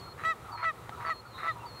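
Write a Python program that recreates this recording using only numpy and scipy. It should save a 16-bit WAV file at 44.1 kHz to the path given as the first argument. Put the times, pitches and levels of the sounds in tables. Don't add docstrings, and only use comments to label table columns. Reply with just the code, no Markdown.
import sys
import numpy as np
from scipy import signal
from scipy.fft import rfft, irfft
from scipy.io import wavfile
from scipy.ndimage import uniform_filter1d

SR = 44100
rng = np.random.default_rng(int(sys.argv[2]) if len(sys.argv) > 2 else 0)


def to_wav(sig):
    pcm = np.clip(np.atleast_2d(sig), -1, 1) * 32767
    pcm = np.round(pcm).astype(np.int16)
    wavfile.write(sys.argv[1], SR, pcm.T)


N = 79380
T = np.arange(N) / SR


def undb(db):
    return 10 ** (np.asarray(db) / 20)


def colour(x, points):
    hz, db = np.array(points, float).T
    f = np.maximum(np.arange(N // 2 + 1) * SR / N, 1)
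    gain = undb(np.interp(np.log(f), np.log(hz), db))
    y = irfft(rfft(x) * gain, N)
    return y / y.std()


def noise(points):
    return colour(rng.standard_normal(N), points)


def walk(rate):
    k = max(int(SR / rate), 1)
    y = uniform_filter1d(rng.standard_normal(N), k, mode="wrap")
    y = uniform_filter1d(y, k, mode="wrap")
    return y / y.std()


def ramp(start, length):
    return np.sin(np.pi / 2 * np.clip((T - start) / length, 0, 1)) ** 2


def gate(start, length, edge):
    return ramp(start, edge) * (1 - ramp(start + length - edge, edge))


def tone(hz, multiple=1):
    return np.sqrt(2) * np.sin(2 * np.pi * multiple * np.cumsum(hz) / SR)


def field():
    # (frequency [Hz], relative density [dB])
    field_colour = [(20, -35), (40, -14), (62, -4), (95, -1), (113, 3), (135, -3), (200, -8.5), (300, -11),
                    (390, -6), (430, -10.5), (490, -6), (600, -11), (900, -9), (1150, -8), (1320, -9.5),
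                    (1520, -17.5), (2000, -17.5), (2600, -23.5), (3100, -25.5), (4000, -24), (4900, -32),
                    (8000, -31), (15500, -36.5)]
    air = noise(field_colour) * undb(-48.5 + 1.4 * walk(9))
    drone_hz = 114.1 * (1 + 0.0504 * walk(18.5))
    return air + tone(drone_hz) * undb(-61 + 4.9 * walk(6.2))


def whistles():
    # (start [s], length [s], level [dB])
    whistle_notes = [(-.026, 0.16, -54), (0.516, 0.14, -53.5), (1.055, 0.1545, -54.5), (1.657, .165, -54.5)]
    # (share of its length [0-1], pitch [Hz])
    whistle_path = [(0, 4500), (.1, 4575), (0.291, 4291), (.6, 4274), (.85, 4240), (1, 4320)]
    edge_s, jitter_share = 0.0048, 0.0012
    share, hz = np.array(whistle_path).T
    out = 0
    for start, length, db in whistle_notes:
        level = undb(db) * gate(start, length, edge_s) * undb(1.4 * walk(60.6))
        path = np.interp((T - start) / length, share, hz)
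        out = out + level * tone(path * (1 + jitter_share * walk(220)))
    return out


def echo(x):
    # (frequency [Hz], level [dB])
    echo_colour = [(400, -17), (1300, 0.5), (2000, -11), (3000, -2), (4000, -7.5), (5000, 11), (9000, -21)]
    echo_db, t60_s, build_up_s = -26.5, 2.0, .04
    tail = noise(echo_colour) * ramp(0, build_up_s) * np.exp(-np.log(1000) * T / t60_s)
    tail = tail / np.sqrt(np.sum(tail ** 2))
    return undb(echo_db) * signal.fftconvolve(x, tail)[:N]


def far_honks():
    # (start [s], length [s], pitch [Hz], tone level [dB], hoarse noise level [dB])
    far_calls = [(0.043, 0.064, 1378, -53.5, -52.5), (0.441, .045, 1367, -50.5, -50.5),
                 (0.474, 0.078, 1242, -50.5, -47), (0.521, 0.052, 949, -43, -44),
                 (0.584, 0.058, 985, -43.5, -55), (0.863, 0.034, 1435, -55, -75),
                 (0.913, 0.047, 1330, -45.5, -51.5), (0.967, 0.086, 971, -47.5, -49),
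                 (1.244, 0.039, 1426, -52.5, -53), (1.335, 0.057, 1060, -49.5, -59),
                 (1.55, 0.055, 962, -49, -56.5), (1.6, 0.081, 1276, -57, -49),
                 (1.627, 0.049, 960.5, -43, -68)]
    # (frequency [Hz], level [dB])
    hoarse_colour = [(400, -37), (800, -3), (1000, -4.5), (1300, 3.5), (1550, -18), (3000, -39)]
    droop_share, jitter_share, edge_s = 0.059, 0.0138, 0.013
    out = 0
    for start, length, hz, db, hoarse_db in far_calls:
        droop = droop_share * np.clip((T - start) / length, 0, 1) ** 3
        pitch = hz * (1 - droop + jitter_share * walk(297))
        call = undb(db) * tone(pitch) + undb(hoarse_db) * noise(hoarse_colour)
        out = out + gate(start, length, edge_s) * call
    return out


def songbirds():
    # (start [s], length [s], first pitch [Hz], middle pitch [Hz], last pitch [Hz],
    #  level [dB], waver [share of pitch])
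    song_notes = [(.17, 0.15, 3960, 3936, 3790, -62.5, 0.0024),
                  (.92, 0.194, 3840, 3880, 3970, -67.5, 0.0015),
                  (1.242, .15, 4480, 4230, 3850, -63, 0.0077), (1.32, .25, 4130, 4126, 4080, -62, 0.0105),
                  (1.32, .22, 3953, 3780, 3665, -56, .03), (1.565, 0.1, 2250, 2770, 2180, -63, 0.0054)]
    edge_s, flicker_db = 0.038, 2.5
    out = 0
    for start, length, first, middle, last, db, waver in song_notes:
        curve = np.polyfit([0, .5, 1], [first, middle, last], 2)
        arch = np.polyval(curve, np.clip((T - start) / length, 0, 1))
        pitch = arch * (1 + waver * walk(500))
        level = undb(db + flicker_db * walk(66))
        out = out + level * gate(start, length, edge_s) * tone(pitch)
    return out


def flutter(hz, scatter, decay):
    phase = np.cumsum(hz * (1 + scatter * walk(hz))) / SR % 1
    y = uniform_filter1d(np.exp(-phase / decay), size=30)
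    return y / y.max()


def honk(rasp_s, rattle_s, clean_s, end_s, hz, glide, db, rasp_db, rattle_db, depth, bright_db):
    # (multiple of the pitch, level [dB])
    harmonics = [(1, -17), (2, 0), (3, -2), (4, -21), (5, -29), (6, -26.5), (7, -34), (8, -40), (9, -42),
                 (10, -55), (11, -40.5), (12, -41), (13, -67)]
    # (frequency [Hz], level [dB])
    throat = [(300, -25), (650, -13.5), (900, -6.5), (1170, 6.5), (1330, 6.5), (1520, -4), (1950, 0),
              (2500, -11), (3000, -19.5), (3900, -23.5), (5000, -28), (7700, -43), (9500, -35),
              (15000, -56)]
    # (frequency [Hz], level [dB])
    air_colour = [(300, -21), (700, -17), (1100, -3), (1600, -6.5), (2000, 1.5), (2500, 1.5), (3100, -7.5),
                  (3900, -11.5), (5000, -28), (6200, -19), (7700, -28), (9500, -43), (15000, -51)]
    lock_s, swell_s, release_s, overtone_stop_s = 0.0065, 0.0075, 0.04, 0.012
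    droop_s, droop_share, jitter_share, rattle_jitter_share = .042, 0.13, 0.0018, .01

    rough = 1 - ramp(clean_s - lock_s, 2 * lock_s)
    voiced = ramp(rattle_s - swell_s / 2, swell_s)
    fade = np.clip((T - end_s + release_s) / (release_s + 0.0053), 0, 1)
    release = np.cos(np.pi / 2 * fade) ** 1.5
    early_release = release ** 1.22 * (1 - ramp(end_s - overtone_stop_s, overtone_stop_s))

    sagging = T - end_s + droop_s
    droop = droop_share * np.clip(sagging / droop_s, 0, 2) ** 2
    jitter = jitter_share * walk(196) + rattle_jitter_share * rough * walk(495)
    pitch = (hz + glide * np.minimum(sagging, 0)) * (1 - droop + jitter)
    rattle = flutter(156.6, 0.0492, 0.33)
    pitch = pitch * (1 - 0.21 * rough * (rattle - rattle.mean()))
    rise = undb(rattle_db * rough - 53 * np.maximum(clean_s - T, 0))

    note = 0
    for k, (_, harmonic_db) in enumerate(harmonics):
        upper = k > 2
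        flicker_db = upper * (bright_db + 3.5 * walk(37))
        dull_db = (k > 1) * -8 * rough
        gain = undb(harmonic_db + flicker_db + dull_db)
        frayed = pitch * (1 + upper * 0.0034 * walk(930))
        note = note + gain * tone(frayed, k + 1) * (release if k == 1 else early_release)
    note = note * undb(db - 1.0) * voiced * rise * (1 - rough * depth * (1 - rattle))

    air_level = undb(-42.5 + .25 * bright_db) * np.exp(-np.abs(T - clean_s) / 0.014)
    grit = colour(rng.standard_normal(N) * rattle, throat) * voiced * rough * rise * undb(-38)
    air = colour(rng.standard_normal(N) * rattle, air_colour) * voiced * release * air_level
    rasp = colour(rng.standard_normal(N) * flutter(160.8, .25, 1), throat)
    rasp_level = undb(rasp_db - 32 * np.maximum(T - rasp_s, 0))
    rasp = rasp * ramp(rasp_s - swell_s / 2, swell_s) * (1 - voiced) * rasp_level
    return note + air + grit + rasp


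def honks():
    # (rasp start [s], rattle start [s], clean note start [s], end [s], pitch [Hz], glide [Hz per s],
    #  note level before a 1 dB cut [dB], rasp level [dB], rattle relative to the note [dB],
    #  rattle depth [0-1], overtone brightness [dB])
    honk_calls = [(0.178, 0.235, 0.25, 0.34, 656.2, 259.5, -28.5, -44.5, -3, 0.6, 3.5),
                  (0.574, .627, 0.65, 0.72, 652.8, -240, -28.5, -40.5, 0, 0.35, -1.5),
                  (0.999, 1.046, 1.103, 1.141, 657.4, 0.5, -29, -43, 1, 0.72, -3.5),
                  (1.379, 1.431, 1.480, 1.526, 660.2, 0.5, -29, -41.5, 0, 0.61, -0.5)]
    return sum(honk(*row) for row in honk_calls)


def tick():
    # (frequency [Hz], level [dB])
    tick_colour = [(150, -13), (450, 5.5), (1000, 6), (1500, -3), (1900, 4), (2400, -18), (3200, -7.5),
                   (5500, -28.5), (7500, -26), (12000, -47)]
    tick_s, tick_db, decay_s = .8938, -30.5, 0.0021
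    decay = np.exp(-np.maximum(T - tick_s, 0) / decay_s)
    return undb(tick_db) * noise(tick_colour) * ramp(tick_s - .0005, 0.00042) * decay


def scene():
    birds = honks() + far_honks() + whistles() + songbirds()
    return (birds + echo(birds) + tick() + field())[None]


def record(dry):
    top_hz = 15700
    return signal.sosfilt(signal.ellip(10, .2, 70, top_hz, fs=SR, output="sos"), dry)


dry = scene()
out = record(dry)
to_wav(out)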